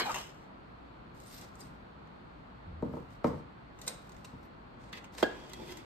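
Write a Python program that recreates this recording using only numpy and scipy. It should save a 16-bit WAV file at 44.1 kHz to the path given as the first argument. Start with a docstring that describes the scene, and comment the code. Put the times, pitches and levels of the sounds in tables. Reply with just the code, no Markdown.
"""Sticky tape rasps off its roll, then crinkles, snaps and squeals in the hands, close by in stereo.
Tape is random glue slips driving film resonances; bumps on a counter and knocks on a hollow cup are
short pushes that ring decaying modes; sliding on the cups is slip noise through rim and air resonances.
Close echoes and a hard-walled kitchen answer, over a steady bed of air noise, low hum and faint whine."""
import sys
import numpy as np
from scipy import signal
from scipy.fft import rfft, irfft, next_fast_len
from scipy.io import wavfile
from scipy.ndimage import uniform_filter1d

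SR = 44100
rng = np.random.default_rng(int(sys.argv[2]) if len(sys.argv) > 2 else 0)


def generate_wav(sig):
    """Save sig (samples, or channels by samples) to the path in sys.argv[1] as 16-bit PCM at SR."""
    pcm = np.round(np.clip(np.atleast_2d(sig).T, -1, 1) * 32767).astype(np.int16)
    wavfile.write(sys.argv[1], SR, pcm)


N = 257984  # samples

# All levels of single sounds are those before the mix in scene().
STROKE_DB = 20  # rise, fall and swell times are counted over this many dB

# Gliding resonances of three short pulls that tear tape off the roll; rows may overlap.
# Each row: peak in seconds, level in dB, rise, hold and fall in seconds, strip pitch from and to in Hz,
# resonance width per pass in Hz, whistle from and to in Hz, whistle against strip in dB.
PULLS = [(0.00092, -32, .001, 0.0027, 0.037, 1150, 1250, 1100, 1840, 2400, -2),
         (0.01, -38, 0.016, 0.0065, 0.048, 350, 540, 210, 1470, 1680, -2),
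         (0.066, -35.5, 0.064, 0.023, 0.023, 710, 855, 230, 2800, 2230, -13),
         (0.0955, -35, 0.034, 0.016, 0.011, 1130, 1184, 201, 920, 800, -9),
         (0.144, -39.5, 0.0011, 0.027, 0.04, 820, 820, 160, 2640, 2640, -5.5),
         (0.174, -46, 0.036, 0.017, 0.046, 2710, 3320, 220, 730, 900, -23),
         (0.22, -61, 0.056, 0.015, 0.064, 2800, 3000, 380, 3750, 3700, -8),
         (0.145, -49, .004, 0.025, .04, 6400, 6300, 700, 7400, 8700, -3),
         (0.0011, -35, 0.00078, 0.011, 0.061, 4300, 3800, 640, 2980, 3060, -0.5)]
# Spectrum of the tearing fizz. Each row: frequency in Hz, relative level in dB per Hz.
RIP_FIZZ = [(600, -11.5), (1500, -10), (2200, -6.5), (3200, -5.5), (4300, -8.5), (5500, -5), (6500, -7.5),
            (8100, -8.5), (9800, -19), (10900, -22), (11400, -13), (13800, -17), (15000, -47)]
# Fizz level along the tear, before its throb. Each row: time in seconds, level in dB.
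RIP_FIZZ_LEVEL = [(0, -29), (.015, -62), (.05, -48), (.1, -61), (.115, -45), (.138, -47), (.145, -43),
                  (.21, -47.5), (.26, -54.5), (.33, -65.5), (.45, -75.5), (.6, -104)]


def rip(mix):
    """Slips drive the taut strip and a whistle at the tear, both gliding along each row, and fizz."""
    t, fizz_db = curve(RIP_FIZZ_LEVEL)
    drive = slips(len(t), per_s=2500, spread_db=4.5, hiss=0.5)
    throb = 1 + 0.27 * np.cos(2 * np.pi * 75 * (t - .147))  # the glue lets go in bursts
    fizz = amp(fizz_db) * throb * colour(drive, RIP_FIZZ)
    add(mix, t[0], fizz, pan_db=1.5, lag=lag_at(t[0]))
    for *shape, from_hz, to_hz, width, whistle_from_hz, whistle_to_hz, whistle_db in PULLS:
        start, gain, way = stroke(*shape)
        pull = during(drive, start, gain)
        hz = from_hz + (to_hz - from_hz) * way
        whistle_hz = whistle_from_hz + (whistle_to_hz - whistle_from_hz) * way
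        fixed_body = 0.15 * resonate(pull, 690, 780)
        strip = evened(resonate(resonate(pull, hz, width), hz, width) + fixed_body)
        whistle = evened(resonate(resonate(pull, whistle_hz, 520), whistle_hz, 500))
        add(mix, start, gain * (strip + amp(whistle_db) * whistle), pan_db=1.0, lag=lag_at(start))


# Bright and pressed spectra of rubbed tape. Each row: frequency in Hz, relative level in dB per Hz.
RUB_BRIGHT = [(880, -25.5), (1500, -5.5), (3210, -2.5), (4000, -0.5), (5100, 0), (6810, -5), (7870, -4),
              (9630, -3.5), (10600, -52.5), (11000, -6), (12900, -2), (15000, -22)]
RUB_DULL = [(180, -41.5), (300, -7.5), (515, 13), (884, 3.5), (2320, -5), (3120, -11), (9030, -13.5),
            (10600, -51), (13200, -34.5), (15000, -44.5)]


def strip_ends():
    """Both ends of the strip crackle, each in its bright and its pressed colour, with a shared flutter."""
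    count = next_fast_len(N + SR // 2, True)
    flutter = amp(2.3 * evened(uniform_filter1d(rng.standard_normal(count), 300)))
    drives = [slips(count, per_s=800, spread_db=3.5, hiss=0.89) * flutter for end in range(2)]
    return [(colour(drive, RUB_BRIGHT), colour(drive, RUB_DULL)) for drive in drives]


# Fingers peel and rub the tape. Each row: peak in seconds, level in dB, rise, hold and fall in seconds,
# dullness from 0 to 1.
RUBS = [(1.15, -71, 0.016, 0.26, 0.13, 0), (1.312, -57, 0.12, 0.083, 0.1, 0),
        (1.431, -56, 0.069, 0.017, 0.037, 0.9), (1.612, -54.5, 0.071, 0, 0.14, 0.5),
        (2.836, -78, 0.043, 0.084, .1, 0), (2.948, -71, 0.061, 0.023, 0.16, 0),
        (3.106, -65.5, 0.027, 0.015, 0.11, 0.6), (3.242, -54, 0.0063, 0.031, 0.1, 0.62),
        (3.385, -68.5, 0.087, 0, 0.044, 0.5), (3.829, -55.5, 0.073, 0.02, .05, 0.56),
        (3.875, -39, 0.0073, 0, 0.076, 0.7), (3.98, -66.5, 0.14, 0.3, 0.21, 0.54),
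        (4.44, -72, 0.1, 0.0095, .04, .05), (4.812, -60.5, 0.037, 0.084, .05, 0.9),
        (4.938, -67, .02, 0.033, 0.027, 0.6), (4.97, -63, 0.03, 0.091, 0.026, 0.8),
        (5.132, -53, 0.013, 0.018, .02, 0.66), (5.183, -39.5, 0.019, 0.012, 0.072, 0.64),
        (5.304, -56.5, 0.09, 0.19, 0.076, 1), (5.536, -67, 0.12, 0.029, 0.072, .3),
        (5.691, -49.5, 0.14, 0.022, 0.095, 0.52), (5.8, -62, 0.072, 0, .09, 0.7)]


def rub(mix, ends, s, peak_db, rise, hold, fall, dull):
    """Fingers on tape: an uneven crackle; it dulls when the whole strip is pressed."""
    start, gain, _ = stroke(s, peak_db, rise, hold, fall)
    dull = np.clip(dull, 0, 1)
    for (bright, pressed), pan_db, lag in zip(ends, (-.3, .26), (lag_at(s), 0)):
        sound = (1 - dull) * during(bright, start, gain) + dull * during(pressed, start, gain)
        add(mix, start, gain * sound / np.sqrt(2), pan_db, lag)


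# The film squeals on some strokes. Each row: peak in seconds, level in dB, rise, hold and fall in seconds,
# pitch from and to in Hz.
SQUEALS = [(1.272, -57.5, 0.04, 0.093, 0.01, 6600, 13800), (1.61, -59, .01, 0.0051, 0.053, 4860, 5070),
           (1.603, -57.5, 0.018, 0.012, 0.063, 8200, 8450), (3.385, -73, .03, 0, 0.032, 8400, 8200),
           (3.878, -30.5, 0.0016, 0, 0.0081, 8360, 8250), (4.45, -67, 0.038, 0, .03, 12600, 12700)]


def squeal(mix, drive, s, peak_db, rise, hold, fall, from_hz, to_hz):
    """Slips ring one gliding resonance of the stretched film."""
    start, gain, way = stroke(s, peak_db, rise, hold, fall)
    hz = from_hz + (to_hz - from_hz) * way
    tone = evened(resonate(resonate(during(drive, start, gain), hz, 600), hz, 600))
    add(mix, start, gain * tone, lag=lag_at(s))


# Tape snaps and crinkles, and a few crackles at the cup taps and knock. Each row: release in seconds,
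# film peak in dB, body against film in dB, left-right balance in dB, swell in seconds, drive t60 in seconds.
SNAPS = [(0.117, -32, -11, 2, .002, .016), (.1435, -28, 2, 7, .001, .025),
         (1.149, -51, -14.5, 1, .003, .016), (1.176, -47, -13, -2, .004, .016),
         (1.202, -41, -28, 1, 0.0049, 0.018), (1.212, -47, -16, -2, .003, .012),
         (1.221, -46, -16, -1, .003, .016), (1.237, -43, -16, 0, .003, .014),
         (1.262, -46, -16, -3, .003, .014), (1.270, -42, -18, 0, .003, .014),
         (1.294, -47, -20, -2, .003, .014), (1.301, -41, -22, -2, .003, .014),
         (1.342, -37, -14, 0, .003, .016), (1.414, -33, -8, 1, 0.0055, .016),
         (1.555, -40.5, -12, 1, 0.0016, 0.014), (1.607, -35, -29, 4, .005, .016),
         (2.074, -65, 15, 1, .005, .01), (3.789, -43.5, 1.5, 0, .002, 0.013),
         (3.816, -29, -12, -1, 0.0019, 0.026), (3.867, -30, -15, 1, .004, .016),
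         (3.8793, -13, -13.5, -3, 0.006, 0.022), (3.882, -26, -13, -11, .002, .04),
         (3.895, -29, -22, 4, .004, .016), (4.094, -38, -9, -3, 0.0018, .012),
         (4.12, -38, -8, 1, .002, 0.01), (4.1665, -46, -4, -8, 0.0044, .016),
         (4.247, -45, 7, -1, .003, .02), (4.251, -33, -13, -1, 0.006, 0.021),
         (4.9292, -46, 14.5, -1, 0.0077, 0.033), (4.974, -52, 16, -5, 0.0085, 0.027),
         (5.044, -43.5, 4.5, -1, .004, 0.047), (5.183, -36.5, 4.5, -1, .006, .03),
         (5.229, -28.5, 10.5, -2.5, 0.0036, 0.024), (5.497, -38.5, -3, 1, 0.0022, .016),
         (5.5345, -28.5, -18, -5, 0.0017, 0.02), (5.771, -32, -7, 1, .0015, 0.023)]
# Resonances of the film (before its random stretch) and of the body.
# Each row: frequency in Hz, width in Hz, drive into it in dB.
SNAP_FILM = [(4240, 560, -0.5), (6520, 2000, 0), (8700, 4300, -3), (13500, 1200, -7)]
SNAP_BODY = [(860, 370, 0), (2050, 340, -1), (2505, 140, 4), (3140, 1600, -2)]


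def snap(mix, s, peak_db, body_db, pan_db, swell, t60):
    """Slips swell for a few ms to one sharp release and die away, ringing a film and a lower body."""
    t = np.arange(-.01, .15, 1 / SR)
    swelling = amp(STROKE_DB * t / max(swell, .0005))
    shape = np.where(t < 0, swelling, amp(-60 * t / max(t60, .005)))
    release = 7.8 * (abs(t) < .5 / SR)
    drive = (evened(slips(len(t), per_s=900, spread_db=4.5, hiss=0.64)) + release) * shape
    taut = rng.uniform(0.93, 0.993)  # each piece of film is stretched differently
    film = modes(drive, [(hz * taut, width, db) for hz, width, db in SNAP_FILM])
    body = modes(drive, SNAP_BODY)
    sound = amp(peak_db) * (film / abs(film).max() + amp(body_db) * body / abs(body).max())
    add(mix, s + t[0], sound, pan_db, lag=lag_at(s))


# Place of the tape hand. Each row: time in seconds, lateness of the left side in samples.
HAND = [(0, 4), (3.6, 4), (3.7, -4), (4.0, -4), (4.6, 4)]


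def lag_at(s):
    """Left-side delay in samples for a sound from the tape hand; negative means the right is late."""
    return round(np.interp(s, *np.transpose(HAND)))


def strike(mix, ringing, tick_db, tick_hz, s, peak_db, contact, pan_db):
    """A short push rings the modes, high ones first as bending waves travel; a dull tick marks contact."""
    t = np.arange(0, .3, 1 / SR)
    ring = np.zeros(len(t))
    for k, (hz, db, t60) in enumerate(ringing):
        u = np.maximum(t - 0.0489 / np.sqrt(hz), 0)  # seconds since this mode arrived
        ring = ring + (-1) ** k * amp(db - 60 * u / t60) * np.sin(2 * np.pi * hz * u)
    body = signal.fftconvolve(ring, push(t, contact))[:len(t)]
    noise = evened(resonate(rng.standard_normal(len(t)), tick_hz, 6600))
    tick = amp(tick_db - 60 * t / 0.027) * noise
    add(mix, s + 0.00066, amp(peak_db) * (body / abs(body).max() + tick), pan_db)


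def push(t, contact):
    """Force of a contact: quick rise to its peak after the contact time (20 us or more), slower fall."""
    u = t[:400] / max(contact, 2e-5)
    return u * np.exp(-u)


# Shaking after a bump. Each row: frequency in Hz, relative level in dB per Hz.
BOOM = [(90, -5), (150, -4.5), (270, -10), (420, 7), (1000, -10), (1500, -18), (2500, -24), (5000, -42)]
BOOM_DB, BOOM_T60_S = -22, 0.17  # dB against the bump, seconds


def boom(mix, s, peak_db, contact, pan_db):
    """Boards and things on the counter shake on after a bump, without pitch; long contacts shake duller."""
    t = np.arange(0, .3, 1 / SR)
    shape = np.minimum(t / 0.011, 1) * amp(peak_db + BOOM_DB - 60 * t / BOOM_T60_S)
    for side_db in (-3., 3.):
        rattle = colour(slips(len(t), per_s=170, spread_db=0.5, hiss=0.43), BOOM)
        noise = evened(signal.fftconvolve(rattle, push(t, contact))[:len(t)])
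        add(mix, s, shape * noise, pan_db + side_db)


# Bumps on the counter. Each row: start in seconds, level in dB, contact time in seconds,
# left-right balance in dB.
BUMPS = [(1.619, -44, 0.00039, 3), (1.646, -47, 0.00059, -2), (2.823, -22, 0.00024, 2.5),
         (2.848, -29.5, 0.00042, 5), (2.889, -33.5, 0.00091, 3), (2.909, -39, 0.00037, 2),
         (2.9345, -31, 0.00013, 0), (2.966, -31.5, 0.00011, 1), (2.989, -45, 0.000088, -11),
         (2.999, -39, 0.00063, 1), (3.242, -15, 0.000027, 2), (3.254, -29.5, 0.00012, 5),
         (3.266, -28, 0.00043, 6), (3.276, -35, .0003, 2), (3.293, -34, 0.00016, 0),
         (3.308, -34.5, 0.00061, 3), (3.329, -35, 0.00015, 0), (3.339, -38, 0.000056, 5),
         (3.396, -39.5, .0005, 6), (4.33, -37.5, 0.0012, 2)]
# Modes of the counter. Each row: frequency in Hz, level in dB, t60 in seconds.
COUNTER = [(85, -12.5, 0.035), (150, -5.5, 0.052), (243.6, -4, 0.045), (323.6, 0, 0.026), (460, -4, 0.047),
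           (581, 1, 0.018), (675, -9, 0.0032), (813, -1, 0.0092), (926, -1.5, 0.02), (1060, -6.5, 0.035),
           (1190, 1.5, 0.008), (1640, -29, 0.015), (2280, -31, 0.0041), (3190, -27, 0.0048)]


def bump_counter(mix):
    """Each bump rings the modes of the counter and leaves it shaking."""
    for row in BUMPS:
        strike(mix, COUNTER, -39.0, 3500, *row)
        boom(mix, *row)


# A body leans on the cabinet. Each row: peak in seconds, swing level in dB, rise, hold and fall in seconds,
# panel pitch from and to in Hz.
SHUDDER = [(2.675, -44.5, .04, .05, .045, 91, 67)]
# Loose rumble on the panel. Each row: frequency in Hz, relative level in dB per Hz.
SHUDDER_TONE = [(24, -19.5), (40, -4), (101, -8), (130, -6.5), (176, -15), (322, -38), (600, -30),
                (780, -73), (1320, -120)]


def shudder(mix, s, peak_db, rise, hold, fall, from_hz, to_hz):
    """A cabinet panel swings slowly and sags in pitch, with loose rumble riding on it."""
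    start, gain, way = stroke(s, peak_db, rise, hold, fall)
    hz = from_hz + (to_hz - from_hz) * way ** 2
    swing = np.sqrt(2) * np.sin(2 * np.pi * np.cumsum(hz) / SR)
    rumble = colour(rng.standard_normal(SR), SHUDDER_TONE)[:len(gain)]
    add(mix, start, gain * (swing + 0.8 * rumble))


# The cup is knocked and rocks. Each row: start in seconds, level in dB, contact time in seconds,
# left-right balance in dB.
KNOCKS = [(5.2253, -10, 0.000077, -2), (5.2423, -39, 0.00045, 0), (5.263, -31, 0.00058, 2),
          (5.306, -37, .0004, -2), (5.594, -44, 0.00087, 1), (5.613, -40, 0.0008, 0),
          (5.7, -45, 0.00038, 3)]
# Modes of the hollow cup. Each row: frequency in Hz, level in dB, t60 in seconds.
CUP = [(204, -10, 0.021), (299, -3.5, 0.018), (435, 1, 0.024), (543, -1.5, 0.019), (680, -1, 0.019),
       (830, 0.5, 0.018), (1084, -15.5, 0.012), (1400, -3.5, 0.0081), (1690, -4.5, 0.0079),
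       (1990, -11, 0.011), (3230, -11, 0.057), (3730, -12, 0.025), (4280, -21, 0.014)]
# Light taps on the rim, and the bright crack of the main knock. Each row: start in seconds, level in dB,
# contact time in seconds, left-right balance in dB.
TAPS = [(4.928, -36.5, 0.00005, -8), (4.932, -35.5, 0.00011, 5), (4.939, -42, 0.000073, -3),
        (4.954, -47, .00006, 0), (4.973, -52, 0.000042, -1), (4.982, -45, .00002, 3),
        (5.2295, -24.5, 0.000017, 3), (5.533, -39.5, 0.000018, 0), (5.541, -56, 0.000025, 2.5),
        (5.635, -47, 0.000062, -1), (5.69, -46, .00003, -1)]
# Modes of the rim. Each row: frequency in Hz, level in dB, t60 in seconds.
RIM = [(1110, -18, 0.012), (1650, -9, 0.018), (2020, -3, 0.031), (2200, -16, 0.011), (2610, -8, 0.01),
       (2780, -4, .014), (3350, -3, 0.014), (3640, -3, 0.013), (4440, 0, .008), (5500, -12, 0.0062)]


def knock_cup(mix):
    """Knocks ring the low hollow modes; light taps and the main knock's crack ring the higher rim modes."""
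    for row in KNOCKS:
        strike(mix, CUP, -28.5, 3300, *row)
    for row in TAPS:
        strike(mix, RIM, -15.5, 3000, *row)


# One knock leaves the cup wall ringing. The row: start in seconds, level in dB, contact time in seconds,
# left-right balance in dB.
WALL_RING = (5.237, -30.5, .00004, 0)
# Close modes of the cup wall. Each row: frequency in Hz, level in dB, t60 in seconds.
CUP_WALL = [(1631, 0, .21), (1672, -7, .34), (1598, -14, .2), (1475, -11, .27), (1739, -12, .08)]


def ring_cup_wall(mix):
    """Closely spaced modes beat against each other as the wall rings down."""
    strike(mix, CUP_WALL, -40, 3000, *WALL_RING)


# The hand turns and slides the cups. Each row: peak in seconds, rim level in dB, rise, hold and fall in
# seconds, air rumble against rim in dB, thin rim singing against rim in dB.
SLIDE = [(4.95, -54, 0.019, .032, 0.016, -3, -14), (5.304, -65.5, 0.045, 0.072, 0.068, 11.5, -3),
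         (5.414, -68, 0.05, 0.036, 0.1, 8.5, 0), (5.49, -66, 0.05, 0.083, .06, 6.5, -0.5),
         (5.599, -64, 0.039, 0.024, 0.054, 15.5, -1), (5.684, -58, 0.037, 0.014, 0.12, 8, 0.5),
         (5.778, -67.5, 0.033, 0.018, 0.087, 8, -2)]
# Resonances of the rim (before the grip bends them) and of the air inside.
# Each row: frequency in Hz, width in Hz, drive into it in dB.
SLIDE_RIM = [(1900, 290, -1), (2680, 300, 3), (4600, 1300, -7)]
SLIDE_HOLLOW = [(233, 365, -5), (384, 110, 4), (867, 99, -7)]
SING_HZ, SING_WIDTH_HZ = 3390, 240


def slide(mix):
    """Skin slips on thin plastic and softly rings the rim and the air inside the cups."""
    drive = slips(2 * SR, per_s=1200, spread_db=3.5, hiss=0.8)
    grip = 1 + .02 * evened(uniform_filter1d(rng.standard_normal(2 * SR), 3000))  # the grip bends the rim
    rim = evened(modes(drive, [(hz * grip, width, db) for hz, width, db in SLIDE_RIM]))
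    hollow = evened(modes(drive, SLIDE_HOLLOW))
    sing = evened(resonate(drive, SING_HZ, SING_WIDTH_HZ))
    for *shape, hollow_db, sing_db in SLIDE:
        start, gain, _ = stroke(*shape)
        sound = rim + amp(hollow_db) * hollow + amp(sing_db) * sing
        add(mix, start, gain * during(sound, start % 1, gain), pan_db=-2.0, lag=4)


SHIFT_PER_S = 18.0  # how often per second the moving arms bring other echoes


def nearby(x, level_db, above_hz, below_hz):
    """First echoes off counter, arm and wall, in three sets that take turns as the arms move.

    They are band-limited: bass bends round the obstacles and treble is soaked up."""
    taps = np.zeros((3, 2, 600))
    at = np.arange(30, 530, 25) + rng.integers(0, 25, (3, 2, 20))
    np.put_along_axis(taps, at, rng.choice([-1., 1.], at.shape) * amp(-at / 40), 2)
    taps = amp(level_db) * taps / np.linalg.norm(taps, axis=2)[..., None]
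    taps = signal.lfilter(*signal.butter(2, [above_hz, below_hz], "band", fs=SR), taps)
    turn = np.pi * (SHIFT_PER_S * np.arange(N) / SR / 3 + np.arange(3)[:, None] / 3)
    shares = np.cos(turn) ** 2
    shares = shares / np.linalg.norm(shares, axis=0)
    echoes = [signal.oaconvolve(x * share, tap, axes=1)[:, :N] for share, tap in zip(shares, taps)]
    return x + sum(echoes)


# Decay of the kitchen. Each row: frequency in Hz, t60 in seconds.
KITCHEN = [(100, 0.56), (260, 0.32), (700, 0.32), (1840, 0.47), (4850, 0.46), (12000, 0.14)]
# How alike the echoes are on both sides. Each row: frequency in Hz, left-right likeness up to 1.
WALL_SAME = [(100, 0.92), (300, 0.64), (700, 0.041), (3000, 0.1), (9000, 0.34)]


def kitchen(x):
    """Sparse taps of random sign, each band dying at its own speed; low echoes reach both sides alike."""
    taps = np.zeros((2, SR // 2))
    at = np.arange(100, SR // 2 - 20, 20) + rng.integers(0, 20, (2, (SR // 2 - 101) // 20))
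    np.put_along_axis(taps, at, rng.choice([-1., 1.], at.shape), 1)
    hz, t, (left, other) = signal.stft(taps, SR, nperseg=512)
    same = np.clip(read(WALL_SAME, hz), 0, 1)[:, None]
    z = np.array([left, same * left + np.sqrt(1 - same ** 2) * other])
    decay = amp(-60 * t / read(KITCHEN, hz)[:, None])
    tail = signal.istft(z * decay, SR, nperseg=512)[1]
    return signal.fftconvolve(x.mean(0)[None], tail / np.linalg.norm(tail[0]), axes=1)[:, :N]


# Spectrum of the kitchen air. Each row: frequency in Hz, relative level in dB per Hz.
AIR = [(33, -35.5), (48, 10), (67, -16), (81, -12), (110, -4.5), (243, -5.5), (415, -11.5), (950, -11),
       (1350, -13.5), (1700, -20), (4400, -34), (5600, -49), (8780, -51), (13500, -56.5), (15000, -71)]
# Stereo of the air. Each row: frequency in Hz, left-right likeness from -1 to 1.
SAME = [(60, 0.69), (180, 1), (540, -0.36), (1630, -0.25), (4890, 0.16), (14700, 0.2)]
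# Stereo tilt of the air. Each row: frequency in Hz, left-right balance in dB.
LEAN = [(60, 5.5), (240, 0), (940, -0.5), (3710, 1.5), (14700, -2.5)]
AIR_DB = -51.5


def air():
    """Broad kitchen noise: random short-time spectra with faint drifting patches."""
    frames, hz = N // 512 + 5, np.fft.rfftfreq(2048, 1 / SR)
    a, b, c, d, patches = rng.standard_normal((frames, 1025, 5)).T
    patches = evened(uniform_filter1d(uniform_filter1d(patches, 20, 0), 8, 1))
    same = np.clip(read(SAME, hz), -1, 1)[:, None]
    left, other = a + 1j * b, c + 1j * d
    z = np.array([left, same * left + np.sqrt(1 - same ** 2) * other])
    lean_db = read(LEAN, hz)[:, None] * np.array([.5, -.5])[:, None, None]
    z *= amp(read(AIR, hz)[:, None] + 0.52 * patches + lean_db)
    return amp(AIR_DB) * evened(signal.istft(z, nperseg=2048, noverlap=1536)[1][:, :N])


# Wavering hum of an appliance. Each row: frequency in Hz, width per pass in Hz, level in dB.
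HUM = [(58.4, 10, -63), (189, 6.5, -76.5)]


def hum():
    """Noise through narrow low resonances makes fuzzy, wavering lines, the same on both sides."""
    drive = rng.standard_normal(N)
    return sum(amp(db) * evened(resonate(resonate(drive, hz, width), hz, width)) for hz, width, db in HUM)


FAN_HZ, FAN_DB = 4300, -79


def whine():
    """Faint fuzzy whine of an appliance: noise in one narrow resonance, unrelated on the two sides."""
    return amp(FAN_DB) * evened(np.array([resonate(n, FAN_HZ, 260) for n in rng.standard_normal((2, N))]))


def amp(db):
    """dB to gain."""
    return 10 ** (np.asarray(db) / 20)


def evened(x):
    """Scales to rms 1."""
    return x / np.sqrt(np.mean(x ** 2) + 1e-20)


def read(points, hz):
    """Reads a table on a log-frequency axis."""
    f, value = np.transpose(points)
    return np.interp(np.log(hz + 1), np.log(f + 1), value)


def curve(rows):
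    """Sample times and the columns of a table along them."""
    s, *columns = np.transpose(rows)
    t = np.arange(s[0], s[-1], 1 / SR)
    return [t] + [np.interp(t, s, c) for c in columns]


def add(mix, s, sound, pan_db=0., lag=0):
    """Places a sound in the stereo mix; lag = samples by which the left side hears it late."""
    for side, late, db in ((0, max(lag, 0), pan_db / 2), (1, max(-lag, 0), -pan_db / 2)):
        part = mix[side, round(s * SR) + late:][:len(sound)]
        part += amp(db) * sound[:len(part)]


def colour(x, points):
    """Gives x the spectrum of a table, rms 1."""
    return evened(irfft(rfft(x) * amp(read(points, np.fft.rfftfreq(len(x), 1 / SR))), len(x)))


def resonate(x, hz, width):
    """Shifts the curve hz down to zero, smooths, and shifts back: a resonance of gain 1."""
    turn = np.exp(2j * np.pi * np.cumsum(hz * np.ones(len(x))) / SR)
    r = np.exp(-np.pi * width / SR)
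    return 2 * (turn * signal.lfilter([1 - r], [1, -r], x / turn)).real


def modes(drive, peaks):
    """Passes a drive through a set of resonances, neighbours in opposite phase."""
    return sum((-1) ** k * amp(db) * resonate(drive, hz, width) for k, (hz, width, db) in enumerate(peaks))


def slips(count, per_s, spread_db, hiss):
    """Glue or skin letting go: random clicks of uneven size over a fine hiss."""
    size = amp(spread_db * np.minimum(rng.exponential(1, count), 4)) * rng.choice([-1, 1], count)
    return evened(size * (rng.random(count) < per_s / SR)) + hiss * rng.standard_normal(count)


def stroke(s, peak_db, rise, hold, fall):
    """Attack, hold and release, straight in dB: start time, gain, and progress 0-1 to the end of the fall."""
    rise, hold, fall = max(rise, .001), max(hold, 0), max(fall, .005)
    t = np.arange(max(-1.5 * rise, -s), hold + 2 * fall, 1 / SR)
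    gain = amp(peak_db - STROKE_DB * np.maximum(np.maximum(-t / rise, (t - hold) / fall), 0))
    return s + t[0], gain, np.clip((t + rise) / (rise + hold + fall), 0, 1)


def during(x, start, gain):
    """The part of a running noise that lies under a stroke."""
    return x[round(start * SR):][:len(gain)]


def scene():
    """Tape in the hands, blows on counter and cups, the room and its hum."""
    tape, blows, cups, cup_wall = np.zeros((4, 2, N))
    rip(tape)
    ends = strip_ends()
    film = slips(N, per_s=790, spread_db=5.5, hiss=0.87)
    for row in RUBS:
        rub(tape, ends, *row)
    for row in SQUEALS:
        squeal(tape, film, *row)
    for row in SNAPS:
        snap(tape, *row)
    bump_counter(blows)
    for row in SHUDDER:
        shudder(blows, *row)
    ring_cup_wall(cup_wall)
    knock_cup(cups)
    slide(cups)
    close = amp(-3.5) * nearby(tape, -2.0, above_hz=510, below_hz=10000)
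    close = close + amp(-1.0) * nearby(blows, -0.27, above_hz=380, below_hz=3400)
    close = close + amp(-1.0) * nearby(cups, 0.0, above_hz=206, below_hz=7900)
    to_room = amp(-10) * cup_wall + amp(-8.0) * tape + amp(-3.5) * blows + amp(-9.0) * cups
    return close + cup_wall + kitchen(to_room) + air() + whine() + hum()


EDGE_HZ = 15150  # upper band limit


def record(dry):
    """Hollows out a band near 10.5 kHz, cuts the deepest bass, then limits the treble."""
    notch = signal.iirnotch(10450, 5.5, SR)
    notched = signal.lfilter(*notch, signal.lfilter(*notch, dry))
    bass_cut = signal.sosfilt(signal.butter(4, 38, "high", fs=SR, output="sos"), notched)
    treble_limit = signal.firwin(511, EDGE_HZ, window=("kaiser", 9), fs=SR)
    return signal.oaconvolve(bass_cut, treble_limit[None], "same")


dry = scene()
out = record(dry)
generate_wav(out)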